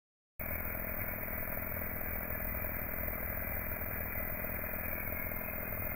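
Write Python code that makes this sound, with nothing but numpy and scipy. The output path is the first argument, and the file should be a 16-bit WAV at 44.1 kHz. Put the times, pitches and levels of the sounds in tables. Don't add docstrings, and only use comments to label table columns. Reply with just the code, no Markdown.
import sys
import numpy as np
from scipy import signal
from scipy.fft import rfft, irfft, next_fast_len
from scipy.io import wavfile
from scipy.ndimage import uniform_filter1d

SR = 44100
rng = np.random.default_rng(int(sys.argv[2]) if len(sys.argv) > 2 else 0)


def inscribe(sig):
    pcm = np.round(np.clip(np.atleast_2d(sig).T, -1, 1) * 32767)
    wavfile.write(sys.argv[1], SR, pcm.astype(np.int16))


N = 262395
TIME = np.arange(N) / SR
SKIP_S = 5.423

# f/Hz, relative level/dB
RUSH_SPECTRUM = [(8, -13), (20, 1), (35, -4.5), (70, -6), (103, -3.5), (122, -10.5), (140, -15),
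                 (250, -18.5), (370, -17), (480, -15.5), (600, -12.5), (850, -19), (1150, -18),
                 (1900, -15.5), (2500, -15), (3200, -16)]
# t/s, gain/dB
DRONE_LEVEL = [(.4, -3), (.68, 0.5), (.82, -2.5), (1.03, 4.5), (1.25, 1), (1.42, -7.5), (1.72, 7.5),
               (1.85, 1), (2.3, 1), (2.45, -8), (2.58, 3), (3.3, -4), (3.65, 2), (4.05, -1.5), (4.6, 2.5),
               (4.77, -8.5), (5.08, 4.5), (5.6, -9), (5.82, 6.5), (5.95, 2)]
# multiple of the stroke rate, level/dB
SHAKE_HARMONICS = [(1, -49), (2, -59.5), (3, -57), (4, -55.5), (5, -70.5), (6, -61.5)]
# f/Hz, width/Hz, level/dB
HEAD_MODES = [(778, 32, -68.5), (960.5, 42, -66), (1366, 120, -63.5), (1521, 160, -62.5), (1685, 93, -58.5),
              (1782, 170, -60), (2333, 130, -58)]
# t/s, gain/dB
HUM_FADER = [(.4, -1.5), (1.2, -0.5), (1.5, 0), (3.2, 0), (4.4, 0), (4.9, 1), (5.2, -1), (5.95, -4.5)]
# t/s, f/Hz, level/dB
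LOW_DRIVE = [(.4, 2050, -58.5), (1.1, 2017, -55), (1.6, 2020, -57.5), (1.9, 2007, -53.5), (2.25, 2012, -55),
             (3, 2054, -50.8), (3.5, 2050, -51.5), (4.05, 2018, -54), (4.25, 2036, -51), (4.8, 2054, -53),
             (4.97, 2013, -62.5)]
# t/s, f/Hz, level/dB
MID_DRIVE = [(.45, 2200, -49), (.8, 2222, -55), (1.05, 2225, -50.5), (1.3, 2223, -52), (2.2, 2215, -55.5),
             (2.5, 2250, -61.5), (2.75, 2278, -57.5), (3.8, 2281, -56), (4.1, 2271, -57),
             (4.8, 2269, -58.5), (4.95, 2260, -50), (5.25, 2145, -48), (5.45, 2115, -53.5),
             (5.95, 2103, -52.5)]
# t/s, f/Hz, level/dB
TOP_DRIVE = [(.4, 2454, -60), (3, 2451, -66), (4.8, 2450, -57.5), (5.1, 2430, -54.5), (5.36, 2436, -64),
             (5.48, 2524, -50), (5.62, 2485, -59)]
# f/Hz, width/Hz, depth/0-1
STEADY_NOTCH = (1873, 43, 0.42)
# t/s, f/Hz
DEEP_NOTCH = [(.4, 2094), (.9, 2140), (2.3, 2130), (2.7, 2152), (4.3, 2152), (4.85, 2150), (5.25, 1970),
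              (5.6, 1915), (5.95, 1900)]
# t/s, f/Hz, depth/0-1
UPPER_NOTCH = [(.4, 2390, 0), (1.199, 2404, 0.8), (1.9, 2410, 0.7), (2.5, 2416, .05), (3.3, 2470, .5),
               (4, 2450, 0), (4.4, 2387, .45), (5, 2374, .1), (5.349, 2280, .45), (5.801, 2235, 0.7),
               (5.95, 2260, .85)]
# centre t/s, length/s, f/Hz, level/dB
FOAM_DRAGS = [(0.554, 0.063, 2225, -51.5), (1.434, 0.082, 1700, -55), (2.621, 0.089, 2324, -53),
              (3.372, 0.1, 1613, -53.5), (3.927, 0.093, 1723, -56.5), (4.693, 0.068, 1725, -51.5),
              (5.219, .15, 2166, -52), (5.48, 0.064, 2470, -50.5)]
# f/Hz, width/Hz, level/dB
RASP_BANDS = [(609.5, 130, -59), (262.9, 220, -62.5), (1003, 1000, -59.5), (1439, 490, -56)]
# t/s, stroke rate/Hz
STROKE_RATE = [(0.4, 20.813), (1.15, 20.61), (2.35, 20.497), (3.05, 20.609), (3.75, 20.512), (4.75, 20.566),
               (5.05, 20.782), (5.95, 20.767)]
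# delay after the bottom turn/strokes, f/Hz, attack/s, hold/s, decay/s, level/dB
KNIFE_RINGS = [(.001, 214.3, .0031, 0.0013, .0031, -43), (-.031, 617, .0015, .0059, .0016, -41.5),
               (.054, 487, .0046, .0011, .003, -51.5), (.066, 746, 0.0059, .0005, .0008, -50.5),
               (0.499, 203.8, 0.00064, 0.00014, 0.0041, -37), (0.5, 628, 0.00033, 0.0015, 0.0068, -49)]
# t/s, gain/dB
STROKE_ACCENTS = [(.52, 0.5), (1.576, 3), (1.772, 2), (1.819, 3.5), (2.648, 3), (2.76, -4), (3.09, 2.5),
                  (4.11, -4.5), (4.3, 0), (4.448, 5), (4.496, 2.2), (4.886, 2.5), (5.126, 3), (5.272, 1.4),
                  (5.319, 2), (5.37, 1), (5.729, 1.3)]
# f/Hz, gain/dB
RECORDER_BAND = [(0, 0), (2490, 0), (2540, -6), (2580, -15), (2750, -21), (2900, -32), (2990, -46),
                 (3600, -54), (9000, -62)]


def gain_of(db):
    return 10 ** (np.asarray(db) / 20)


def unit_rms(x):
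    return x / np.sqrt(np.mean(x ** 2) + 1e-20)


def automation(table):
    times, *columns = np.transpose(table)
    return np.squeeze([np.interp(TIME, times, column) for column in columns])


def equalised(x, points):
    hz, db = np.transpose(points)
    size = next_fast_len(N + 8192)
    bins = np.fft.rfftfreq(size, 1 / SR)
    curve_db = np.interp(np.log(bins + 1), np.log(hz + 1), db)
    return irfft(rfft(x, size) * gain_of(curve_db), size)[:N]


def drift(rate):
    knots = rng.standard_normal(4096)
    return unit_rms(np.interp(TIME * rate, np.arange(len(knots)), knots))


def oscillator(hz):
    return np.exp(2j * np.pi * np.cumsum(hz * np.ones(N)) / SR)


def ringing_noise(hz, width, steady=0):
    pole = np.exp(-np.pi * width / SR)
    noise = rng.standard_normal(N) + 1j * rng.standard_normal(N)
    band = signal.lfilter([1], [1, -2 * pole, pole * pole], noise)
    power = uniform_filter1d(abs(band) ** 2, size=1024) + 1e-12
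    return unit_rms((band / power ** (steady / 2) * oscillator(hz)).real)


def notch(x, hz, width, depth):
    carrier, pole = oscillator(hz), np.exp(-np.pi * width / SR)
    band = carrier * signal.lfilter([1 - pole], [1, -pole], x / carrier)
    return x - 2 * depth * band.real


def hollowed(x, width_hz=66):
    upper_hz, upper_depth = automation(UPPER_NOTCH)
    x = notch(x, upper_hz, width_hz, upper_depth)
    x = notch(x, *STEADY_NOTCH)
    return notch(x, automation(DEEP_NOTCH), width_hz, depth=.99)


def reflected(x, count=6, first_s=.005, last_s=.022, shift_s=.00012):
    echoes = 0
    for delay in np.linspace(first_s, last_s, count):
        path_s = delay * rng.uniform(.9, 1.1) + shift_s * drift(2.5)
        echoes += np.interp(TIME - path_s, TIME, x)
    wet = gain_of(-3.5)
    return (x + wet * echoes / np.sqrt(count)) / np.hypot(1, wet)


def vacuum_bed():
    rush = unit_rms(equalised(rng.standard_normal(N), RUSH_SPECTRUM))
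    drone = gain_of(automation(DRONE_LEVEL)) * ringing_noise(hz=90.34, width=30, steady=.45)
    return gain_of(-39) * rush + gain_of(-52.5) * drone


def gantry_rumble(start_s=2.38, end_s=4.6, attack_s=.061, release_s=.08, fade_db_per_s=5):
    gate = np.clip((TIME - start_s) / attack_s, 0, 1) * np.clip(1 - (TIME - end_s) / release_s, 0, 1)
    elapsed = np.clip(TIME, start_s, end_s) - start_s
    idle, run = gain_of(-64.5), gate * gain_of(-48 - fade_db_per_s * elapsed)
    return np.hypot(idle, run) * ringing_noise(hz=61.9, width=12, steady=.45)


def gantry_shake(strokes, waver_db=2, sway_hz=14):
    shake = 0
    for harmonic, db in SHAKE_HARMONICS:
        level = gain_of(db + waver_db * drift(5.4))
        shake += level * np.cos(2 * np.pi * (harmonic * strokes + rng.random()))
    sway = gain_of(-53) * np.sin(2 * np.pi * (sway_hz * TIME + rng.random()))
    return np.sqrt(2) * (shake + sway)


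def drive_whine(table, width):
    hz, db = automation(table)
    return gain_of(db) * ringing_noise(hz, width, steady=.39)


def cutting_head(wander_hz=15, flutter_db=1.55):
    modes = sum(gain_of(db) * ringing_noise(hz + wander_hz * drift(3), width)
                for hz, width, db in HEAD_MODES)
    hum = gain_of(automation(HUM_FADER)) * reflected(modes)
    whines = drive_whine(LOW_DRIVE, width=95) + drive_whine(MID_DRIVE, width=95)
    whines += drive_whine(TOP_DRIVE, width=58)
    return gain_of(flutter_db * drift(60)) * (hum + whines)


def foam_scrapes(strokes):
    pulse = unit_rms(1 + .2 * np.cos(4 * np.pi * strokes))
    scrapes = 0
    for centre, length, hz, db in FOAM_DRAGS:
        swell = gain_of(db) * np.exp(-2 * ((TIME - centre) / length) ** 2)
        scrapes += swell * ringing_noise(hz, width=240, steady=.39)
    return pulse * scrapes


def guide_rasp(strokes, lag_strokes=.025, spread_strokes=.085):
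    def press(turn):
        distance = (strokes - turn - lag_strokes + .5) % 1 - .5
        return np.exp(-.5 * (distance / spread_strokes) ** 2)
    pressure = unit_rms(.15 + press(0) + .6 * press(.5))
    return pressure * sum(gain_of(db) * ringing_noise(hz, width) for hz, width, db in RASP_BANDS)


def knife_knocks(strokes, jitter_s=.00008, uneven_db=.37, detune=.0073):
    knocks, rate = np.zeros(N), automation(STROKE_RATE)
    variation, accent_db = rng.standard_normal((256, 3)), np.zeros(256)
    for when, db in STROKE_ACCENTS:
        accent_db[round(np.interp(when, TIME, strokes))] = db
    for delay, hz, attack, hold, decay, db in KNIFE_RINGS:
        stroke = np.round(strokes - delay).astype(int)
        late, force, sharp = variation[stroke].T
        age = (strokes - delay - stroke) / rate - jitter_s * late
        envelope = np.exp(-.5 * (np.minimum(age, 0) / attack) ** 2 - np.maximum(age - hold, 0) / decay)
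        at_bottom = abs(delay) < 1 / 4
        level = gain_of(db + uneven_db * force + accent_db[stroke] * at_bottom)
        knocks += level * envelope * np.cos(2 * np.pi * hz * (1 + detune * sharp) * age)
    return knocks


def scene():
    strokes = np.cumsum(automation(STROKE_RATE)) / SR - .601 + .5 * (TIME > SKIP_S)
    beat = knife_knocks(strokes) + gantry_shake(strokes) + gantry_rumble()
    texture = vacuum_bed() + reflected(guide_rasp(strokes)) + cutting_head() + foam_scrapes(strokes)
    machine = beat + hollowed(texture)
    return np.array([machine, machine])


def record(dry, start_s=.394, rise_s=.004, slip_s=.00018, tick_decay_s=.00024, cutoff_hz=15755):
    narrow = np.array([equalised(channel, RECORDER_BAND) for channel in dry])
    slot = np.arange(N) % 3
    keep = np.array([slot < 2, slot < 1])
    slipped = np.clip((TIME - SKIP_S) / slip_s, 0, 1)
    gate = (1 - slipped) * keep + slipped * np.roll(keep, -1, axis=1)
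    tick = gain_of(-46) * (TIME > SKIP_S) * np.exp(-abs(TIME - SKIP_S) / tick_decay_s)
    hiss = gain_of(-99) * rng.standard_normal(N)
    fade_in = np.clip((TIME - start_s) / rise_s, 0, 1)
    mix = fade_in * (gain_of(6) * narrow * gate + hiss + tick)
    lowpass = signal.firwin(1023, cutoff_hz, window=("kaiser", 9), fs=SR)
    return signal.oaconvolve(mix, lowpass[None], "same")


dry = scene()
out = record(dry)
inscribe(out)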